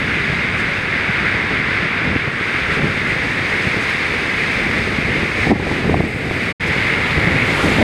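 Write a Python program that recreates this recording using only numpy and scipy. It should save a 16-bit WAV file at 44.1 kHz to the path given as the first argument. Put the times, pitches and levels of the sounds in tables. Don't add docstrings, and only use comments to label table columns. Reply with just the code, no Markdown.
import sys
import numpy as np
from scipy import signal
from scipy.fft import rfft, irfft, next_fast_len
from scipy.io import wavfile
from scipy.ndimage import uniform_filter1d

SR = 44100
rng = np.random.default_rng(int(sys.argv[2]) if len(sys.argv) > 2 else 0)


def to_wav(s):
    ch = np.atleast_2d(s).T
    pcm = np.round(np.clip(ch, -1, 1) * 32767)
    wavfile.write(sys.argv[1], SR, pcm.astype(np.int16))


N = 345281
BEACH_FROM_S, BEACH_FULL_S = 5.5, 8.3


def wash(wash_db, slosh_db):
    # (frequency [Hz], level [dB])
    inner_tone = [(500, -46), (950, -15.5), (1300, -6.5), (1650, -1), (1850, -1), (2120, 3), (2500, -3.5),
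                  (3100, -14), (3650, -14), (4100, -22), (4900, -23.5), (5700, -34.5), (8000, -46),
                  (16000, -81)]
    # (frequency [Hz], level [dB])
    mouth_tone = [(500, -30), (1000, -23.5), (1350, -11.5), (1650, -3), (1850, -1), (2120, 2.5),
                  (2500, -3.5), (3100, -15), (3700, -14.5), (4100, -21), (4900, -22), (5700, -34),
                  (8000, -44), (16000, -76)]
    per_s = 9000 * from_db(wash_db - np.mean(wash_db))
    near = tiny_rings(per_s, spread_db=3, low_hz=947, high_hz=6500, cycles=10.5, patchy_db=3.2)
    far = from_db(1.5)
    blur = rng.standard_normal(N)
    inner = rms_one(colour(near, inner_tone) + far * colour(blur, inner_tone))
    mouth = rms_one(colour(near, mouth_tone) + far * colour(blur, mouth_tone))
    at_mouth = ramp(start_s=3.07, end_s=3.3)
    return ((1 - at_mouth) * inner + at_mouth * mouth) * from_db(0.18 + wash_db + slosh_db)


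def breakers(roar_db):
    # (frequency [Hz], level [dB])
    roar_tone = [(40, -11), (150, -8), (420, 1), (650, -5.5), (1000, -3.5), (1400, -1), (2200, -16),
                 (4000, -32.5), (16000, -88)]
    heave_db = 0.26 * drift(per_s=2.7)
    return colour(rng.standard_normal(N), roar_tone) * from_db(5 + roar_db + heave_db)


def foam(foam_db, slosh_db):
    # (frequency [Hz], level [dB])
    cave_tone = [(1500, -5), (3500, 10.5), (5000, 6.5), (5800, 0), (6500, 2), (7250, -5), (8350, -0.5),
                 (9300, -5.5), (10200, -7.5), (11000, -12), (12200, -14.5), (15500, -29)]
    # (frequency [Hz], level [dB])
    beach_tone = [(1200, -3), (2800, 17.5), (4500, 4.5), (5800, -3), (7000, -1), (9500, -5), (12000, -11),
                  (15500, -29.5)]
    bursts = tiny_rings(per_s=9700, spread_db=2.5, low_hz=2980, high_hz=15000, cycles=6.7, patchy_db=0.5)
    fizz = bursts + from_db(4.5) * rng.standard_normal(N)
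    cave = from_db(3) * colour(fizz, cave_tone)
    beach = from_db(5.5) * colour(fizz, beach_tone)
    outside = ramp(BEACH_FROM_S, BEACH_FULL_S)
    return ((1 - outside) * cave + outside * beach) * from_db(5.5 + foam_db + slosh_db)


def wind_strength():
    # (time [s], level [dB])
    breeze = [(0.0, -24.5), (0.9, -28.5), (1.7, -26.5), (2.4, -29), (3.2, -25.5), (4.0, -29.1),
              (5.1, -21.5), (5.34, -27), (6.0, -23), (6.9, -24.5), (7.5, -23.5), (7.83, -20)]
    # (peak time [s], length [s], lift [dB])
    gusts = [(0.267, 0.2, 1.5), (0.556, 0.29, 1.5), (1.23, .12, 4.5), (1.514, 0.1, 5), (1.83, 0.11, 4),
             (2.09, 0.21, 9), (2.816, 0.35, 8), (3.126, .14, 5), (3.665, 0.062, 4), (3.78, 0.096, 4),
             (4.63, 0.088, 3), (5.233, 0.09, 1.5), (5.51, 0.35, 8.5), (5.695, 0.32, 5), (5.93, 0.34, 5.5),
             (6.33, 0.11, 2), (6.713, 0.18, 1), (7.183, 0.054, 7.5), (7.3, 0.38, 4.5), (7.682, 0.11, 4)]
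    breeze_db, = in_time(breeze)
    return breeze_db - 0.87 + lifts(gusts) + drift(per_s=10)


def wind(wind_db, puffs_per_s=9, puff_s=0.013, puff_db=7.5):
    # (frequency [Hz], level [dB])
    rumble_tone = [(10, -31), (22, -19), (38, -15), (62, -5), (95, -1.5), (160, -9), (300, -17.5),
                   (700, -43), (16000, -140)]
    # (frequency [Hz], level [dB])
    flutter_tone = [(30, -29), (90, -7.5), (150, 1.5), (240, -2), (460, -6.5), (640, -14), (800, -15),
                    (1200, -33.5), (16000, -150)]
    rumble = colour(rng.standard_normal(N), rumble_tone)
    births = (rng.random(N) < puffs_per_s / SR).astype(float)
    puffs = np.minimum(signal.fftconvolve(births, np.hanning(int(puff_s * SR)), "same"), 1)
    flutter = colour(rng.standard_normal(N), flutter_tone) * from_db(drift(per_s=32) + puff_db * puffs)
    rumble_db = -4 - ramp(BEACH_FROM_S, BEACH_FULL_S)
    return from_db(wind_db) * (from_db(rumble_db) * rumble + flutter / local_rms(flutter, 0.088))


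def buffets():
    # (peak time [s], length [s], level [dB])
    hits = [(.333, .02, -15), (1.098, 0.04, -19.5), (2.103, 0.02, -25), (2.162, 0.018, -11),
            (2.28, 0.032, -16), (2.84, 0.023, -14), (3.126, 0.019, -23), (3.675, .03, -15.5),
            (3.774, 0.037, -15.5), (5.233, 0.019, -12.5), (5.473, 0.019, -11), (5.522, 0.058, -1.5),
            (5.558, 0.025, -9), (5.602, 0.013, -9), (5.67, 0.022, -15.5), (5.715, 0.012, -11.5),
            (5.85, 0.025, -12), (5.898, 0.0086, -4), (5.944, 0.013, -5), (6.007, 0.0082, -8),
            (6.041, 0.023, -14.5), (6.312, 0.012, -11.5), (7.278, 0.04, -12.5), (7.365, 0.027, -15.5),
            (7.656, 0.1, -15), (7.718, 0.023, -11), (7.79, 0.045, -11.5), (7.82, 0.056, -9.5)]
    # (frequency [Hz], level [dB])
    soft_tone = [(15, -25), (50, -8), (130, 6.5), (240, -3.5), (400, -15), (650, -24), (1200, -44),
                 (16000, -150)]
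    # (frequency [Hz], level [dB])
    sharp_tone = [(15, -36), (50, -26), (130, -3), (300, 9), (480, -4.5), (740, -3), (1050, -11.5),
                  (1600, -25), (16000, -150)]
    air = rng.standard_normal(N)
    soft, sharp = [x / local_rms(x, 0.014) for x in (colour(air, soft_tone), colour(air, sharp_tone))]
    push = swells(hits)
    sharpness = 0.82 * np.minimum(push / from_db(-8), 1)
    return push * ((1 - sharpness) * soft + sharpness * sharp)


def spray():
    # (peak time [s], length [s], level [dB])
    showers = [(.6, .1, -43), (2.74, .07, -45), (3.83, .07, -41), (3.9, .04, -44), (6.68, .05, -41),
               (7.66, .34, -43)]
    # (frequency [Hz], level [dB])
    hiss_tone = [(2000, -18), (5000, 5), (8000, 0), (10500, -4), (13000, -17), (15500, -25)]
    drops = tiny_rings(per_s=12000, spread_db=1.5, low_hz=3500, high_hz=15000, cycles=5, patchy_db=2)
    return swells(showers) * colour(drops, hiss_tone)


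def pebbles(fade_s=0.0056):
    # (time [s], level [dB], upper pitch [Hz])
    knocks = [(.6, -33, 8500), (1.201, -35, 6200), (3.075, -33.5, 7060), (3.812, -28.5, 8000),
              (4.369, -33.5, 6500), (6.899, -40, 7500), (7.012, -35, 6300)]
    out = np.zeros(N)
    click = signal.unit_impulse(2048)
    for s, db, hz in knocks:
        knock = ring(click, hz, fade_s) + from_db(-5) * ring(click, hz * .62, fade_s)
        at = int(s * SR)
        out[at:at + len(click)] += from_db(db) * knock[:N - at]
    return out


def draining():
    # (peak time [s], length [s], level [dB])
    spells = [(3.5, 1.3, -66), (4.7, 2.2, -64), (6.22, 1.2, -52.5)]
    # (frequency [Hz], level [dB])
    fizz_tone = [(5000, -27), (7300, -6), (8400, 0), (9600, -9.5), (10800, -14), (11900, -9), (13200, -17),
                 (16000, -30)]
    bursts = tiny_rings(per_s=17000, spread_db=6.5, low_hz=6000, high_hz=15000, cycles=4.7, patchy_db=.96)
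    return swells(spells) * colour(bursts, fizz_tone)


def tiny_rings(per_s, spread_db, low_hz, high_hz, cycles, patchy_db, pitches=16):
    sizes = from_db(spread_db * np.minimum(rng.exponential(1, N), 5)) * rng.choice([-1, 1], N)
    clicks = sizes * (rng.random(N) < per_s / SR)
    which_pitch = rng.integers(0, pitches, N)
    out = np.zeros(N)
    for k, hz in enumerate(np.geomspace(low_hz, high_hz, pitches)):
        rings = hz * ring(clicks * (which_pitch == k), hz, cycles / hz)
        out += rings * from_db(patchy_db * drift(per_s=3.3))
    return rms_one(out)


def ring(clicks, hz, fade_s):
    decay = from_db(-60 / (fade_s * SR))
    angle = 2 * np.pi * min(hz, .45 * SR) / SR
    return signal.lfilter([0, np.sin(angle)], [1, -2 * decay * np.cos(angle), decay ** 2], clicks + 1e-18)


def volume_control(x, threshold_db, recover_db_per_s, react_s):
    excess_db = np.maximum(20 * np.log10(local_rms(x, 0.0068)) - threshold_db, 0)
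    climb_db = recover_db_per_s * np.arange(N) / SR
    cut_db = np.maximum.accumulate(excess_db + climb_db) - climb_db
    lag = np.exp(-1 / (react_s * SR))
    return x * from_db(-signal.lfilter([1 - lag], [1, -lag], cut_db))


def from_db(db):
    return 10 ** (np.asarray(db) / 20)


def rms_one(x):
    return x / np.sqrt(np.mean(x ** 2) + 1e-20)


def local_rms(x, seconds):
    width = max(int(seconds * SR), 4)
    power = uniform_filter1d(uniform_filter1d(x ** 2, width), width // 2)
    return np.sqrt(np.abs(power) + 1e-12)


def colour(x, tone):
    size = next_fast_len(N)
    hz, db = np.transpose(tone)
    bin_hz = np.maximum(np.fft.rfftfreq(size, 1 / SR), 1)
    gain = from_db(np.interp(np.log(bin_hz), np.log(hz), db))
    return rms_one(irfft(rfft(x, size) * gain, size)[:N])


def drift(per_s):
    step = 40
    lag = np.exp(-2 * np.pi * step * per_s / SR)
    slow = signal.lfilter([1], [1, -2 * lag, lag * lag], rng.standard_normal(N // step + 2002))[2000:]
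    return np.interp(np.arange(N) / step, np.arange(len(slow)), rms_one(slow))


def in_time(rows):
    s, *columns = np.transpose(rows)
    return [np.interp(np.arange(N) / SR, s, column) for column in columns]


def ramp(start_s, end_s):
    return np.clip((np.arange(N) / SR - start_s) / (end_s - start_s), 0, 1)


def bump(peak_s, length_s):
    return np.cos(np.pi * np.clip((np.arange(N) / SR - peak_s) / length_s, -.5, .5)) ** 2


def swells(rows):
    return sum(from_db(db) * bump(s, length) for s, length, db in rows)


def lifts(rows):
    return sum(db * bump(s, length) for s, length, db in rows)


def scene():
    # (time [s], roar level [dB], wash level [dB], foam level [dB])
    surf = [(0.0, -36.5, -19.5, -47), (0.45, -36.5, -19.5, -48.5), (1.1, -33, -19.5, -49),
            (2.1, -35, -20, -51.5), (2.33, -35.6, -22, -51), (2.5, -33, -20.2, -47.8),
            (2.75, -33, -20.5, -48), (2.95, -34.5, -21.5, -47.0), (3.55, -32, -20.5, -45),
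            (4.5, -32.5, -19.5, -45), (5.4, -33.5, -21, -45.5), (5.8, -33.5, -23, -46),
            (6.12, -40.5, -26, -53), (6.42, -35.5, -23, -47), (6.7, -31.5, -20, -45.5),
            (7.42, -29.6, -19, -42.5), (7.64, -25, -20, -36.5), (7.83, -30, -19.9, -40)]
    # (peak time [s], length [s], lift [dB])
    slaps = [(.7, 0.29, 1), (1.55, .16, 1.5), (2.74, .14, 3), (3.1, .16, 2), (5.42, .14, 1),
             (5.78, 0.18, 0.5)]
    roar_db, wash_db, foam_db = in_time(surf)
    slosh_db = lifts(slaps) + 0.6 * drift(per_s=2.7)
    water = breakers(roar_db) + wash(wash_db, slosh_db) + foam(foam_db, slosh_db)
    details = spray() + draining() + pebbles()
    air = wind(wind_strength()) + buffets()
    return (water + details + air)[None]


def record(dry):
    # (time [s], gain [0 to 1])
    mute = [(6.514, 1), (6.528, 0), (6.597, 0), (6.611, 1)]
    mute_gain, = in_time(mute)
    held = volume_control(dry[0], threshold_db=-10, recover_db_per_s=44, react_s=0.0035)
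    rounded = held / (1 + (held / .95) ** 6) ** (1 / 6)
    treble_cut = signal.ellip(10, .1, 90, 15700, fs=SR, output="sos")
    return signal.sosfilt(treble_cut, rounded * mute_gain)[None]


dry = scene()
out = record(dry)
to_wav(out)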